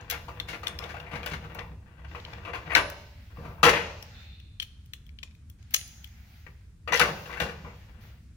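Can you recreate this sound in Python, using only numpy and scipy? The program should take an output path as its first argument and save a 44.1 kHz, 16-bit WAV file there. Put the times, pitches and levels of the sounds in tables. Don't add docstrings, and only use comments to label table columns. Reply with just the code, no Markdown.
import sys
import numpy as np
from scipy import signal
from scipy.fft import rfft, irfft, next_fast_len
from scipy.io import wavfile

SR = 44100
rng = np.random.default_rng(int(sys.argv[2]) if len(sys.argv) > 2 else 0)


def ratio(d):
    e = np.asarray(d, float) / 20
    return 10 ** e


def master(y):
    cut = np.clip(np.atleast_2d(y).T, -1, 1)
    pcm = np.round(cut * 32767)
    wavfile.write(sys.argv[1], SR, pcm.astype(np.int16))


N = 368672

# start [s], level [dB].
SHOVES = [(0.363, -66), (0.732, -71), (1.134, -36.5), (1.32, -36.5), (1.556, -43.5), (1.707, -47),
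          (2.697, -57), (2.758, -41), (3.382, -41), (3.452, -43), (3.635, -25.5), (6.466, -52),
          (6.912, -41.5), (7.009, -33), (7.282, -62), (7.415, -32), (7.64, -42)]


def at_hz(points, hz):
    table_hz, value = np.transpose(points)
    return np.interp(np.log(hz), np.log(table_hz), value)


def rms_one(x):
    return x / np.sqrt(np.mean(x ** 2) + 1e-20)


def drift(rate_hz):
    r = np.exp(-80 * np.pi * rate_hz / SR)
    slow = signal.lfilter([1], [1, -2 * r, r * r], rng.standard_normal(N // 40 + 2002))
    slow = slow[2000:]
    return np.interp(np.arange(N) / 40, np.arange(len(slow)), rms_one(slow))


def convolve(x, response):
    return signal.fftconvolve(x, response, axes=-1)[..., :N]


def butter(x, order, hz, kind):
    return signal.sosfilt(signal.butter(order, hz, kind, fs=SR, output="sos"), x)


def resonance(x, hz, width_hz):
    r, turn = np.exp(-np.pi * width_hz / SR), 2 * np.pi * hz / SR
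    return signal.lfilter(np.array([1, 0, -1]) * (1 - r * r) / 2, [1, -2 * r * np.cos(turn), r * r], x)


def modes(hz, level_db, t60, spread, scatter, size):
    t = np.arange(size)[:, None] / SR
    draw = rng.standard_normal((len(hz), 3))
    height = ratio(level_db + 1.5 * draw[:, 0]) * np.exp(-np.log(1000) * t / t60)
    phase = 2 * np.pi * hz * t + scatter * draw[:, 1]
    apart = spread * np.minimum(hz / 1500, 1) * draw[:, 2]
    return np.array([(height * np.sin(phase + side * apart)).sum(axis=1) for side in (1, -1)])


def banded_noise(spectrum, patchy_db, size=N, t60=None):
    # frequency [Hz], likeness [0..1].
    likeness = [(60, .99), (180, .97), (400, .85), (800, .5), (1650, .1), (15000, 0)]
    out, together = 0, drift(2.5)[:size]
    white = rng.standard_normal((2, 2, size))
    for k, low in enumerate(20 * 2 ** np.arange(0, 9.6, .5)):
        high = min(low * np.sqrt(2), 16400)
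        hz = np.sqrt(low * high)
        if hz < spectrum[0][0] or low > spectrum[-1][0]:
            continue
        mid, side = butter(white[k % 2], 2, [low, high], "band")
        alike = np.clip(at_hz(likeness, hz), 0, 1)
        flicker_db = patchy_db * (.6 * together + drift(6.3)[:size])
        gain = ratio(at_hz(spectrum, hz) + flicker_db)
        if t60:
            gain = gain * ratio(-60 * np.arange(size) / SR / at_hz(t60, hz))
        out = out + gain * (np.sqrt(1 + alike) * mid + np.sqrt(1 - alike) * side * [[1], [-1]])
    return rms_one(out)


def grains(per_s, spread_db):
    sizes = ratio(spread_db * np.minimum(rng.exponential(1, N), 3)) * rng.choice([-1, 1], N)
    return rms_one(sizes * (rng.random(N) < per_s / SR))


def contacts(rows, treble_hz, chatter_db, crack_db, crack_t60, ring_db, ring_q):
    chatter, force, crack = grains(3000, 3.2), np.zeros((3, N)), np.zeros(N)
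    for s, peak_db, bass_db, treble_db, hz, length_s in rows:
        at = round(s * SR)
        t = np.arange(min(SR // 3, N - at)) / SR
        span = slice(at, at + len(t))
        push = ratio(chatter_db) * chatter[span] * np.exp(-t / max(length_s, 5e-4))
        push *= 1 - np.exp(-t / 0.0011)
        push[0] += .6
        middle_db = min(9.5 * np.log2(hz / 1700), 0)
        tilt_db = np.array([[bass_db + 11.0], [middle_db], [treble_db + 15.5]])
        force[:, span] += ratio(peak_db + tilt_db) * push
        decay = ratio(peak_db + crack_db - t * 60 / crack_t60)
        crack[span] += decay * np.sin(2 * np.pi * hz * t) * (1 - np.exp(-t / 0.00073))
        crack[span] += ratio(peak_db + ring_db) * resonance(push, hz, hz / ring_q)
    bass = butter(force[0], 2, [420, 1400], "band")
    middle = butter(force[1], 4, [1400, treble_hz], "band")
    treble = butter(force[2], 2, 1.66 * treble_hz, "high")
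    return bass + middle + treble, crack


def knock_rows():
    # start [s], peak [dB], treble re peak [dB], crack pitch [Hz], chatter length [s].
    spin_knocks = [(0.1, -34.5, 5, 3320, 0.015), (0.1194, -32.5, -18, 2070, 0.028),
                   (0.141, -38, -29, 2500, 0.017), (0.283, -34.5, -17.5, 920, 0.019),
                   (0.486, -37.5, -3, 2190, 0.034), (0.531, -33.5, -40, 2100, 0.012),
                   (0.543, -32.5, -20, 2500, 0.0078), (0.633, -29.5, -13, 1190, 0.0079),
                   (0.665, -35, -26, 2400, 0.031), (0.797, -35.5, -33, 1100, 0.034),
                   (0.821, -40, -10, 2130, 0.036), (0.891, -37.5, -12, 1530, 0.028),
                   (0.942, -33, -25, 717, 0.014), (0.966, -33, -24, 1490, 0.006),
                   (1, -41, -13, 2820, 0.0071), (1.065, -40.5, -28, 2070, 0.021),
                   (1.113, -39, -20, 2100, 0.089), (1.132, -38, -18, 974, 0.009),
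                   (1.154, -32.5, -12, 2040, 0.0085), (1.231, -32.5, -19, 2440, 0.0088),
                   (1.261, -27, -11, 1510, 0.016), (1.313, -36.5, -6, 2280, 0.018),
                   (1.334, -32, -9, 2165, 0.011), (1.44, -49.5, -8, 2150, 0.019),
                   (1.55, -38, -24, 915, 0.054), (1.587, -34, -20, 1905, 0.015),
                   (2.047, -44, -15, 1528, 0.01), (2.154, -44, -24, 2662, 0.018),
                   (2.148, -32, -28, 1080, 0.015), (1.997, -54, -14, 1020, 0.015),
                   (2.431, -48, -24, 1100, 0.0073), (2.449, -39.5, -24.5, 2660, 0.02),
                   (2.499, -37.5, -27, 1130, 0.01), (2.534, -36.5, -26, 2650, 0.015),
                   (2.686, -43, -29, 1000, 0.01), (2.456, -40, -25, 1212, 0.011),
                   (2.478, -31.5, -33, 1140, 0.013), (2.533, -33, -32, 2058, 0.013),
                   (2.547, -31, -17.5, 974, 0.025)]
    pull_knocks = [(2.698, -36, -31, 1960, 0.015), (2.705, -28.5, -61, 2020, 0.012),
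                   (2.7185, -28.5, -33, 1990, 0.017), (2.7524, -12, -12.5, 1556, 0.018),
                   (2.73, -27.5, -41.5, 1140, 0.015), (2.756, -21.5, -24, 2570, 0.015),
                   (2.779, -21.5, -24.5, 990, 0.008), (2.7684, -23.5, -22, 2010, 0.0043),
                   (2.791, -29.5, -23, 1000, 0.023), (2.8, -38, -43.5, 600, 0.065),
                   (3.3709, -43.5, -20, 1120, 0.0054), (3.385, -44.5, -23.5, 550, 0.033),
                   (3.411, -48.5, -18.5, 680, 0.082), (3.5, -51.5, -26, 567, 0.03),
                   (3.578, -54, -24.5, 930, 0.092), (3.447, -41.5, -23.5, 960, 0.037),
                   (3.631, -4, -11.5, 1216, 0.02), (3.6421, -12, -19, 1090, 0.0013),
                   (3.651, -11, -22, 1020, 0.016), (3.681, -16.5, -32, 980, 0.02),
                   (3.663, -13, -21, 1260, 0.02), (3.692, -14, -3.5, 2040, 0.0068),
                   (3.73, -22, -27, 2530, 0.052), (3.799, -46.5, -22.5, 2300, 0.017),
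                   (3.881, -46.5, -32, 631, 0.036)]
    seat_knocks = [(6.4652, -42, -22, 1840, 0.0083), (6.8755, -26.5, -29, 1206, 0.033),
                   (6.883, -37, -20, 2740, 0.0052), (6.921, -23.5, -19, 1990, 0.0068),
                   (6.926, -18.5, -19, 970, 0.012), (6.932, -18.5, -14, 1930, 0.0069),
                   (6.94, -37, -11, 1930, 0.01), (6.962, -37, 9.5, 1980, 0.021),
                   (6.949, -14.5, -13, 1984, 0.0024), (6.9958, -18.5, 3.5, 1000, 0.004),
                   (7.002, -9.5, -29, 1304, 0.0061), (7.0125, -9.5, -11, 1520, 0.0062),
                   (6.999, -28, -20, 4230, 0.0089), (7.019, -27, -25, 1350, 0.014),
                   (7.034, -20, -14.5, 1105, 0.029), (7.296, -33.5, -25, 1120, 0.0052),
                   (7.304, -37, -18, 2000, 0.0042), (7.312, -31.5, -20, 1130, 0.0072),
                   (7.326, -37.5, -11, 1970, 0.014), (7.338, -32, -21, 2030, 0.0059),
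                   (7.361, -35, -25, 1500, 0.0055), (7.489, -34.5, -17, 1520, 0.01),
                   (7.257, -40, -9, 1560, 0.023), (7.371, -36, -14, 1630, 0.018),
                   (7.346, -46, -13, 1060, 0.017), (7.4006, -21, -11, 1590, 0.014),
                   (7.415, -29.5, -10, 536, 0.035), (7.06, -26.5, -24, 620, 0.019),
                   (7.463, -39, -26, 1650, 0.034), (7.647, -42, -37, 940, 0.049)]
    return [(s, db, -10 - 0.16 * (db + 41.5), treble_db, hz, length_s)
            for s, db, treble_db, hz, length_s in spin_knocks + pull_knocks + seat_knocks]


def grinding():
    # time [s], level [dB].
    spells = [
        [(0.0, -47.5), (0.39, -47), (0.73, -43.5), (1.23, -46.5), (1.49, -47), (1.78, -107), (2.14, -48),
         (2.6, -49), (2.72, -41)],
        [(3.3, -58.5), (3.422, -85.5), (3.548, -58.5), (3.62, -52.5)],
        [(7.08, -35.5), (7.27, -56.5), (7.31, -54.5), (7.39, -40), (7.55, -48), (7.734, -68.5), (8.012, -57),
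         (8.13, -58), (8.2, -102)],
    ]
    t, level = np.arange(N) / SR, np.zeros(N)
    for spell in spells:
        s, level_db = np.transpose(spell)
        level += np.interp(t, s, ratio(level_db - 38.0), left=0, right=0)
    return level * ratio(4 * drift(25)) * grains(1200, 4.0)


def frame():
    strong_hz = [590, 775, 974, 1130, 1198, 1296, 1560, 1735, 2063, 2123, 2410, 2670, 3450, 4500]
    # width [Hz], level [dB].
    strong_shape = [(60, 1.5), (40, -1.5), (35, 0), (35, 0), (30, -1), (24, -3), (40, 1), (35.3, 1),
                    (40, 4), (30, 0.5), (35, 1), (50, -0.5), (180, -14.5), (60, -9.5)]
    # frequency [Hz], level [dB per Hz].
    plate_levels = [(200, 6), (300, -17), (395, -22.5), (480, -26.5), (560, -9), (821, -12), (956, -2.5),
                    (1650, -3.5), (2060, 0), (2750, -9), (2950, -25.5), (3300, -15), (5900, -30.5),
                    (7000, -37.5), (9100, -64.5)]
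    # frequency [Hz], t60 [s].
    plate_decay = [(150, 0.06), (480, 0.05), (650, 0.12), (2000, 0.12), (6000, 0.052)]
    edge_hz = 2850
    hz, (width_hz, level_db) = np.array(strong_hz), np.transpose(strong_shape)
    strong_t60 = np.log(1000) / np.pi / width_hz
    strong = modes(hz, level_db - 13.5, strong_t60, spread=1.0, scatter=0, size=SR // 5)
    hz = np.linspace(200, 7400, 260) + 6 * rng.standard_normal(260)
    thicket = modes(hz, at_hz(plate_levels, hz) - 7, at_hz(plate_decay, hz), spread=.9, scatter=.5, size=SR // 5)
    force, crack = contacts(knock_rows(), treble_hz=edge_hz, chatter_db=-18.5, crack_db=-1,
                            crack_t60=0.024, ring_db=27.5, ring_q=9.8)
    grind = grinding()
    dull = butter(grind, 6, edge_hz, "low")
    grind = dull + ratio(-9.5) * (grind - dull)
    body = convolve((ratio(-17.0) * force + grind)[None], strong + thicket) + stand(grind)
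    bare_contact = butter(force, 4, 7000, "high")
    return body + crack + ratio(-31) * bare_contact


def stand(grind):
    # frequency [Hz], level [dB], t60 [s].
    sway_modes = [(162, 1.5, 0.089), (189.8, -1, 0.15), (391.6, -12, 0.32), (654, -21, 0.48)]
    hz, level_db, t60 = np.transpose(sway_modes)
    shoves = ratio(-2.5) * grind
    for s, shove_db in SHOVES:
        shoves[round(s * SR)] += ratio(shove_db)
    return convolve(shoves[None], modes(hz, level_db, t60, spread=0.33, scatter=0, size=SR // 2))


def click_rows():
    # start [s], peak [dB], treble re peak [dB], crack pitch [Hz].
    steel_clicks = [(0.01, -45, -30, 6850), (0.1, -26, 6.5, 2400), (0.11, -22, -8, 11850),
                    (0.84, -32.5, -24, 3500), (1.591, -33, -36, 3500), (0.4, -22, -18, 3570),
                    (0.67, -18.5, -14, 3450), (0.7884, -26, -15, 5260), (1.5482, -38, 0, 2400),
                    (0.4908, -44, -9, 10000), (1, -40, -16, 3600), (1.3, -43, -9, 8900),
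                    (1.2306, -44, -19, 4200), (1.2616, -32, 2, 4900), (2.25, -35.5, -30, 3100),
                    (2.3339, -35, -25.5, 2400), (2.9, -41, 7.5, 1600), (0.68, -25.5, -20, 8700),
                    (0.6665, -52, -20, 6700), (2.75, -14.5, -20, 4100), (2.751, -6.5, -30.5, 2250),
                    (2.2, -42, -25, 3700),
                    (4.0255, -33, -8.5, 5520), (4.4, -49, -12, 3450), (4.5994, -22, -49, 3180),
                      (4.618, -39, -14, 2340), (4.622, -32, -7.5, 3110), (4.627, -28, -7, 3100),
                      (4.633, -41, -20, 3300), (4.8592, -57.5, 3, 3010), (4.9349, -29.5, -10, 3515),
                      (5.066, -50.5, -2, 3330), (5.091, -48.5, -15, 2340), (5.1875, -38.5, -33, 3160),
                      (5.23, -31, -21, 2510), (5.233, -37, -42, 1076), (4.602, -54, -30, 940),
                      (5.3505, -53, -7, 2540), (5.4992, -50.5, 7, 3330), (5.627, -51, -22.5, 6700),
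                      (5.7078, -47.5, 1, 2620), (5.7385, -31, 5, 12500), (5.7402, -19.5, 1.5, 2270),
                      (5.7431, -9, -11, 6580), (5.749, -25, -6.5, 5660), (5.763, -21, -8, 6250),
                      (5.7665, -32, -18.5, 3330), (5.791, -38, -6, 2100), (5.812, -37.5, -22, 2890),
                      (5.8776, -48, 7, 5920), (6.0437, -35.5, -3, 3310), (6.0742, -50, -1, 2150),
                      (6.9236, -22.5, -26.5, 6020), (6.942, -17, -27, 6160), (6.957, -25, -22, 10100),
                      (4.9354, -37, -26, 7770), (5.2334, -37, -26, 7550), (5.275, -51, -25, 2500),
                      (5.31, -53.5, -25, 2450), (6.933, -28, -20, 6060), (6.951, -29, -22, 5600),
                      (7.006, -32, -21, 6300), (6.8775, -36.5, -26.5, 4660), (4.601, -32.5, -18, 8600),
                      (6.974, -20, -22.5, 5520), (6.997, -16.5, -14, 9980), (7.402, -25, -7, 3680)]
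    return [(s, db, -26, treble_db, hz, 0.0021) for s, db, treble_db, hz in steel_clicks]


def tool():
    # frequency [Hz], level [dB per Hz].
    stubby_levels = [(410, -48), (700, -48), (1300, 14), (1460, -17.5), (1730, -20), (2530, -2), (3400, 14),
                     (4260, 14.5), (6480, 9), (9350, -11.5), (12500, -10.5), (16000, -56)]
    hz = np.linspace(700, 16300, 150) + 25 * rng.standard_normal(150)
    stubby = modes(hz, at_hz(stubby_levels, hz), .005 + 12 / hz, spread=.5, scatter=.3, size=SR // 20)
    force, crack = contacts(click_rows(), treble_hz=6500, chatter_db=-10.5, crack_db=2.0,
                            crack_t60=0.013, ring_db=15.5, ring_q=5.1)
    return convolve(ratio(-36.0) * force[None], stubby) + crack


def ringing(blows, ring_modes):
    strikes = np.zeros(N)
    for s, level_db in blows:
        strikes[round(s * SR)] = ratio(level_db)
    t = np.arange(SR) / SR
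    ring = sum(ratio(level_db - 60 * t / t60) * np.sin(2 * np.pi * hz * t) for hz, level_db, t60 in ring_modes)
    return convolve(strikes, ring) * ratio(2 * drift(40))


def socket_tube():
    # start [s], level [dB].
    tube_blows = [
        (.483, -66),
        (2.733, -53),
        (2.751, -48),
        (4.621, -71),
        (5.741, -50),
        (5.763, -51),
        (6.957, -56),
        (6.996, -58),
    ]
    # frequency [Hz], level [dB], t60 [s].
    tube_modes = [(9954, 0, .48), (10000, -10, .25)]
    return ringing(tube_blows, tube_modes)


def rails():
    # start [s], level [dB].
    rail_blows = [
        (2.785, -37),
        (3.66, -35),
        (7.03, -43),
    ]
    # frequency [Hz], level [dB], t60 [s].
    rail_modes = [(581, 0, .73), (612, -8, .5), (646, -4, .57), (1066, -9, .5)]
    return ringing(rail_blows, rail_modes)


def gesture(start, hold, fade):
    attack_s = 0.015
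    t = np.arange(N) / SR - start
    return np.clip(t / attack_s, 0, 1) * np.exp(-np.maximum(t - attack_s - hold, 0) / fade)


def jacket():
    # frequency [Hz], level [dB per Hz].
    cloth_colour = [(290, -39), (500, -17), (847, -3), (1240, -24.5), (1590, 3.5), (2940, -4),
                    (6760, -10.5), (8540, -25), (15100, -1.5), (15800, -4.5), (16500, -32)]
    # start [s], hold [s], fade [s], rustle [dB], airy top [dB].
    moves = [(0.0, 0.11, 0.059, -55.5, -76), (0.12, 0.3, 0.06, -72, -68), (0.47, 0.047, 0.021, -42, -66),
             (0.543, 0.45, 0.06, -68, -70), (1.08, 0.58, 0.046, -64, -71), (1.7, 0.32, 0.063, -75, -82),
             (6.458, 0.13, 0.06, -74, -99), (2.071, 0.24, 0.15, -50, -70.5),
             (2.528, 0.97, 0.052, -55, -71.5), (3.348, 0.22, 0.056, -67, -69.5),
             (3.84, 0.38, 0.095, -50, -70.5), (4.151, 0.12, 0.15, -69.5, -97),
             (4.614, 0.44, 0.17, -73, -90), (5.579, 0.13, 0.06, -60, -86),
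             (5.704, 0.026, 0.037, -48.5, -60), (5.79, 0.65, 0.13, -54.5, -69),
             (7.046, 0.14, 0.17, -46.5, -57.5), (7.386, 0.37, 0.26, -53.5, -76),
             (7.742, 0.13, 0.11, -85, -82), (8.0, 0.084, 0.062, -55, -66.5)]
    # level [dB], frequency [Hz], width [Hz].
    drag_bands = [(-58, 3620, 270), (-61.5, 4030, 360), (-62.5, 2580, 600)]
    cloth = banded_noise(cloth_colour, patchy_db=1.5)
    rustle = rms_one(butter(cloth, 6, 7600, "low"))
    top = rms_one(butter(cloth, 6, 7600, "high"))
    envelopes = np.array([gesture(*move[:3]) for move in moves])
    rustle_gain, top_gain = ratio(np.transpose(moves)[3:]) @ envelopes
    white = rng.standard_normal((2, N))
    sleeve = 0
    for db, hz, width_hz in drag_bands:
        sung = resonance(resonance(white, hz, width_hz), hz, width_hz)
        sleeve = sleeve + ratio(db) * rms_one(sung)
    drag = gesture(4.136, 0.18, 0.17) * sleeve
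    return ratio(-7.0) * rustle_gain * rustle + top_gain * top + drag


def ports(x, left_lead):
    # frequency [Hz], level [dB].
    left_over_right = [(120, -0.5), (300, 2.5), (600, 2.5), (1100, 7.5), (2000, 15.5), (4000, 11.5),
                       (8000, -1.5), (13000, 7.5)]
    size = next_fast_len(N + 4096)
    hz = np.maximum(np.arange(size // 2 + 1) * SR / size, 1)
    lead = np.interp(hz, *np.transpose(left_lead)) * np.minimum(hz / 800, 1)
    tilt = ratio(at_hz(left_over_right, hz) / 2) * np.exp(.5j * lead)
    return irfft(rfft(x, size) * np.array([tilt, 1 / tilt]), size)[:, :N]


def hall(x):
    # frequency [Hz], level [dB per Hz].
    tail_colour = [(60, 8.5), (600, 1), (1000, -4.5), (2500, -3), (5000, -1.5), (6500, -3), (9000, -0.5),
                   (16400, -5)]
    # frequency [Hz], t60 [s].
    tail_decay = [(120, 0.7), (400, 0.68), (700, 0.75), (1500, 0.62), (2500, 0.72), (4000, 0.72),
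                  (6200, 0.75), (9000, 0.45), (15000, 0.35)]
    tail = banded_noise(tail_colour, patchy_db=.7, size=SR, t60=tail_decay)
    t = np.arange(SR) / SR
    onset = np.clip((t - .003) / 0.0014, 0, 1)
    early = 1 + ratio(9.5) * np.exp(-t / 0.022)
    return convolve(x.mean(axis=0)[None], tail * onset * early / np.sqrt(SR))


def rumble():
    # frequency [Hz], level [dB per Hz].
    rumble_colour = [(13, -59), (22, -13.5), (43, -8), (70, 4.5), (108, -3.5), (129, -11.5), (173, -6.5),
                     (216, -26), (370, -38), (600, -47.5), (780, -79.5), (1320, -120)]
    let_go_s = 4.3
    t = np.arange(N) / SR
    gain = ratio(-51.5) + ratio(-63) / (1 + np.exp((t - let_go_s) / 0.045))
    for s, db in SHOVES:
        gain = gain + ratio(db - 11) * (t > s) * np.exp(-np.maximum(t - s, 0) / 0.059)
    return ratio(3) * gain * banded_noise(rumble_colour, patchy_db=1.2)


def hiss():
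    # frequency [Hz], level [dB per Hz].
    hiss_colour = [(240, -35), (400, -8), (529, -34), (734, -34.5), (1030, -11), (1750, -5.5),
                   (2510, -12.5), (5000, -14.5), (8190, -14.5), (15300, -31), (16500, -25.5)]
    return ratio(-72.5) * banded_noise(hiss_colour, patchy_db=.6)


def scene():
    # frequency [Hz], lead [radians].
    frame_lead = [(0, 1), (1200, 0.68), (2670, 1.5), (4650, 0.5), (6030, 5.5), (7490, -11), (9910, -17.5),
                  (10300, -13.5), (12800, -37), (16400, -23)]
    hand_lead = [(0, -2), (5250, -3.5), (9470, -20), (13200, -25), (15400, 2.5), (16400, 19.5)]
    fixed_steel = butter(frame(), 2, 110, "high")
    held_steel = tool()
    steel = ports(fixed_steel, frame_lead) + ports(held_steel, hand_lead)
    steel = steel + ratio(-10) * hall(fixed_steel + ratio(-6) * held_steel)
    steel = steel + ratio(-0.5) * resonance(steel, 15400, 1200)
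    steel = steel - 0.7 * resonance(steel, 7900, 2400)
    air = hiss()
    return steel + socket_tube() + rails() + jacket() + rumble() + air


def low_pass(x):
    return signal.sosfilt(signal.butter(12, 16800, fs=SR, output="sos"), x)


def record(dry):
    rounded = .9 * np.tanh(dry / .9)
    steep_cut = signal.cheby2(12, 60, 16850, fs=SR, output="sos")
    mix = butter(signal.sosfilt(steep_cut, rounded), 10, 15900, "low")
    return low_pass(mix)


dry = scene()
out = record(dry)
master(out)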